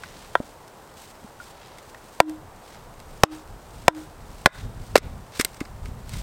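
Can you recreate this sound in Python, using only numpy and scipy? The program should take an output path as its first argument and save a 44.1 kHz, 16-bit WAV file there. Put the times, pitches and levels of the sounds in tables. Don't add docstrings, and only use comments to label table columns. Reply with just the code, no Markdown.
import sys
import numpy as np
from scipy import signal
from scipy.fft import rfft, irfft, next_fast_len
from scipy.io import wavfile
from scipy.ndimage import minimum_filter1d

SR = 44100
rng = np.random.default_rng(int(sys.argv[2]) if len(sys.argv) > 2 else 0)


def log_audio(samples):
    frames = np.atleast_2d(samples).T
    limited = np.clip(frames, -1, 1)
    pcm = np.round(limited * 32767).astype(np.int16)
    wavfile.write(sys.argv[1], SR, pcm)


N = 274516
TIME = np.arange(N) / SR

# t/s, knock level/dB, contact f/Hz, log pitch/ratio, thump/dB, crunch/dB, hum/dB, steel/dB
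BLOWS = [(0.3525, -5.3, 1230, 0.95, -32, -35, -60, -70), (2.2013, 8.0, 860, 0.95, -2.5, -7, -12.5, -65),
         (3.2341, 6.5, 950, 0.78, 9, -2.8, -19, -72), (3.8800, 9.6, 900, 0.95, 4.5, -6.5, -17.5, -72),
         (4.4587, 6.3, 1400, 1.03, 3.6, -3, -50, -50), (4.9549, 10.5, 600, 0.74, -10, -11, -50, -64)]
# f/Hz, level/dB, t60/s
LOG_MODES = [(380, -14, .03), (560, -4.5, .021), (757, -2.5, .018), (1030, -5.5, .024), (1423, -5, .024),
             (1646, -3.2, .023), (1976, -3, .021), (2492, -10.5, .02), (2786, -10, .016),
             (3367, -1.5, .023), (3737, 0, .022), (4906, -7, .016)]
GROUND_MODES = [(92, 0, .016), (175, -3, .016)]
HANDLE_MODES = [(308.8, 0, .3), (312.2, 0, .3)]
STEEL_MODES = [(1810, -8, .45), (2270, -5, .45), (3540, -2, .7), (3645, 0, .8), (3760, -3, .7)]
# t/s, level/dB, t60/s, brightness f/Hz
CRACKS_AND_TICKS = [(0.035, -35, .06, 1000), (0.682, -44, .01, 8000), (1.784, -37, .025, 7000),
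                    (1.946, -40, .03, 800), (2.296, -36, .012, 16000), (3.001, -41, .02, 9000),
                    (3.949, -38, .025, 12000), (4.465, -10, .028, 900), (4.9585, -4, .022, 1900),
                    (4.9646, -1, .018, 2800), (4.9768, -8, .02, 6000), (4.9814, -13, .02, 8000),
                    (5.3935, -26, .05, 5000), (5.3970, -15, .045, 3500), (5.4103, -14, .02, 10000),
                    (5.4135, -21, .025, 10000), (5.4481, -11, .013, 15000), (5.5446, -41, .025, 9000),
                    (5.568, -42, .03, 4000), (5.6045, -29, .05, 1500), (5.6524, -41, .04, 3000),
                    (5.857, -36, .03, 2000), (6.0934, -31.5, .012, 14000), (6.135, -35, .05, 9000),
                    (6.1887, -41, .04, 12000)]
# f/Hz, width/Hz, level/dB
SPLINTER_BANDS = [(1150, 300, -3), (1600, 400, -2), (2090, 130, 6), (2600, 500, -4), (3900, 900, -4),
                  (5300, 1100, -3), (8000, 1400, -4), (13000, 3400, -9.5)]
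# t/s, level/dB, f/Hz, t60/s
BUMPS = [(0.036, -30, 1520, .035), (0.4015, -16, 250, .025), (0.4025, -19, 600, .02),
         (1.245, -29, 220, .035), (1.401, -31, 1430, .06), (1.947, -31, 1850, .016),
         (4.4722, -1, 600, .016), (4.965, -7, 2300, .025), (4.9795, -5, 400, .016), (5.396, -16, 260, .035),
         (5.3975, -14, 430, .025), (5.4485, -24, 450, .015), (5.4487, -17, 2090, .025),
         (5.6128, -14.5, 290, .025), (6.137, -27, 150, .05)]
# peak t/s, level/dB, length/s
GRINDS = [(0.13, -52, .28), (1.66, -55, .26), (2.72, -56, .14), (3.33, -51, .04), (4.6, -52, .07),
          (5.355, -46, .04), (6.15, -47, .08)]
BRUSHES = [(0.09, -55, .3), (0.47, -56, .08), (1.02, -49, .09), (1.10, -49, .03), (1.44, -50, .06),
           (1.50, -53, .04), (1.895, -52, .03), (2.70, -56, .1), (5.375, -44, .045), (5.52, -55, .2),
           (5.87, -55, .05), (6.17, -47, .12)]
GUSTS = [(0.18, -48, .3), (2.47, -52, .15), (3.05, -48, .45), (3.52, -43, .1), (3.82, -42, .2),
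         (4.28, -42, .3), (4.65, -33, .1), (4.79, -34, .08), (5.02, -32, .24), (5.9, -35, .26),
         (6.18, -32, .12)]
# f/Hz, level/dB
GRIND_COLOUR = [(900, -4), (1500, 0), (2500, -1), (4200, -2), (6000, -7), (12000, -20)]
RUSTLE_COLOUR = [(1200, -5), (2200, 0), (4500, 0), (6500, -2), (8500, 0), (10000, -8), (16000, -11)]
WIND_COLOUR = [(12, -30), (20, 0), (38, -1), (135, -8), (173, -14), (226, -15), (308, -27), (500, -28),
               (650, -58), (1100, -120)]
FOREST_COLOUR = [(30, -7), (100, -2), (270, -5.5), (400, -3.3), (900, -3), (1500, -11), (2400, -19.5),
                 (4500, -24), (7000, -25.5), (8400, -24), (10000, -29), (15000, -29), (16000, -33)]
ROCK_ECHO_COLOUR = [(300, -8), (1000, -2), (2200, 0), (5000, 0), (9000, -3), (16000, -12)]
TRUNK_ECHO_COLOUR = [(150, -12), (500, -8), (1100, -2), (1900, 1), (2500, 2), (3100, 0), (3650, 4),
                     (4600, -7), (9000, -14), (16000, -22)]

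CRUNCH_LAG_S = .0011
SWING_LEAD_S, SWING_S, SWING_DB = .07, .22, -56.5
LIFT_LAG_S, LIFT_S, LIFT_DB = .125, .09, -53
STUCK_FROM_S, STUCK_UNTIL_S = 3.0, 4.7


def blows():
    out = np.zeros(N)
    for s, knock_db, contact_hz, pitch, thump_db, crunch_db, hum_db, steel_db in BLOWS:
        knock = from_db(knock_db) * contact(ring(LOG_MODES, pitch), contact_hz)
        thump = from_db(thump_db) * ring(GROUND_MODES)
        crunch = from_db(crunch_db) * crackle(t60=.016, bright_hz=6000, snap=4.0)
        hum = from_db(hum_db) * ring(HANDLE_MODES, count=20000)
        steel = from_db(steel_db) * ring(STEEL_MODES, count=20000)
        add(out, s, knock + thump)
        add(out, s + CRUNCH_LAG_S, crunch)
        add(out, s, hum + steel)
    return out


def contact(x, hz, q=1.6):
    w = 2 * np.pi * hz
    return signal.lfilter(*signal.bilinear([w * w], [1, w / q, w * w], SR), x)


def ring(modes, pitch=1, count=4096):
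    return sum((-1) ** k * from_db(db) * fade(t60, count) * np.sin(2 * np.pi * hz * pitch * TIME[:count])
               for k, (hz, db, t60) in enumerate(modes))


def splitting():
    out = np.zeros(N)
    for s, db, t60, bright_hz in CRACKS_AND_TICKS:
        add(out, s, from_db(db) * crackle(t60, bright_hz, snap=6.0))
    for s, db, hz, t60 in BUMPS:
        add(out, s, from_db(db) * thud(hz, t60))
    return out


def crackle(t60, bright_hz, snap, grain_db=4.0, count=4096):
    clicks = rng.standard_normal(count)
    clicks *= from_db(grain_db * np.minimum(rng.exponential(1, count), 4))
    clicks /= clicks.std()
    clicks[0] += snap
    splinters = sum((-1) ** k * from_db(db) * signal.lfilter(*signal.iirpeak(hz, hz / width, SR), clicks)
                    for k, (hz, width, db) in enumerate(SPLINTER_BANDS))
    burst = low_pass(splinters, bright_hz, order=1)
    return burst / burst.std() * fade(t60, count)


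def thud(hz, t60):
    return low_pass(ring([(hz, 0, t60)]), 3 * hz)


def grinding():
    return np.sqrt(swell_power(GRINDS)) * noise(GRIND_COLOUR) * flutter(per_s=350, depth_db=3.5)


def rustling(stir_db=-64):
    moves = list(BRUSHES)
    for s, *_ in BLOWS:
        moves.append((s - SWING_LEAD_S, SWING_DB, SWING_S))
        if STUCK_FROM_S < s < STUCK_UNTIL_S:
            moves.append((s + LIFT_LAG_S, LIFT_DB, LIFT_S))
    stir = from_db(stir_db) * flutter(per_s=7, depth_db=2.5)
    envelope = np.sqrt(stir ** 2 + swell_power(moves))
    return envelope * noise(RUSTLE_COLOUR) * flutter(per_s=250, depth_db=2.8)


def ticks(per_s=5, level_db=-50, spread_db=2.5):
    out = np.zeros(N)
    for s in np.flatnonzero(rng.random(N) < per_s / SR) / SR:
        gain = from_db(level_db + spread_db * rng.standard_normal())
        add(out, s, gain * crackle(t60=.018, bright_hz=8000, snap=6.0))
    return out


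def wind(breeze_db=-63, rise_db_per_s=2.6):
    breeze = from_db(breeze_db + rise_db_per_s * TIME)
    envelope = np.sqrt(breeze ** 2 + swell_power(GUSTS))
    return envelope * noise(WIND_COLOUR) * flutter(per_s=18, depth_db=1.3)


def forest(level_db=-47.7):
    return from_db(level_db) * noise(FOREST_COLOUR)


def echo(x, colour, level_db, t60, build_s):
    build_up = 1 - np.exp(-TIME[:SR] / build_s)
    tail = noise(colour, count=SR) * fade(t60, count=SR) * build_up
    return from_db(level_db) * signal.fftconvolve(x, tail / np.linalg.norm(tail))[:N]


def noise(colour, count=N):
    hz, db = np.transpose(colour)
    size = next_fast_len(count, real=True)
    bin_hz = np.maximum(np.fft.rfftfreq(size, 1 / SR), 1)
    skirts = np.minimum(1, np.minimum(bin_hz / hz[0], hz[-1] / bin_hz)) ** 2
    gain = from_db(np.interp(np.log(bin_hz), np.log(hz), db)) * skirts
    x = irfft(rfft(rng.standard_normal(size)) * gain, size)[:count]
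    return x / x.std()


def swell_power(rows):
    return sum(from_db(db) ** 2 * np.exp(-(2 * (TIME - s) / length_s) ** 2) for s, db, length_s in rows)


def flutter(per_s, depth_db):
    return from_db(depth_db * np.interp(TIME * per_s, np.arange(N), rng.standard_normal(N)))


def fade(t60, count):
    return np.exp(-np.log(1000) * TIME[:count] / t60)


def low_pass(x, hz, order=2):
    return signal.sosfilt(signal.butter(order, min(hz, .45 * SR), fs=SR, output="sos"), x)


def from_db(db):
    return 10 ** (np.asarray(db) / 20)


def add(track, s, sound):
    at = round(s * SR)
    track[at:at + len(sound)] += sound[:N - at]


def scene():
    wood = blows() + splitting()
    rock = echo(wood, ROCK_ECHO_COLOUR, level_db=-26, t60=.05, build_s=.01)
    trunks = echo(wood, TRUNK_ECHO_COLOUR, level_db=-35, t60=.42, build_s=.004)
    return (wood + rock + trunks + forest() + wind() + rustling() + grinding() + ticks())[None]


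def gain_control(x, threshold_db=-1.0, hold_s=.05, release_db_per_s=340, attack_s=.003, range_db=12):
    over_db = np.clip(20 * np.log10(np.abs(x) + 1e-9) - threshold_db, 0, range_db)
    hold = int(hold_s * SR) // 2 * 2 + 1
    held_db = -minimum_filter1d(-over_db, hold, origin=hold // 2)
    release_ramp = release_db_per_s * TIME
    duck_db = np.maximum.accumulate(held_db + release_ramp) - release_ramp
    attack_pole = np.exp(-1 / (attack_s * SR))
    return x * from_db(-signal.lfilter([1 - attack_pole], [1, -attack_pole], duck_db))


def record(dry):
    clipped = np.clip(gain_control(dry[0]), -1, 1)
    high_cut = signal.ellip(10, .1, 70, 16300, fs=SR, output="sos")
    return signal.sosfilt(high_cut, clipped)[None]


dry = scene()
out = record(dry)
log_audio(out)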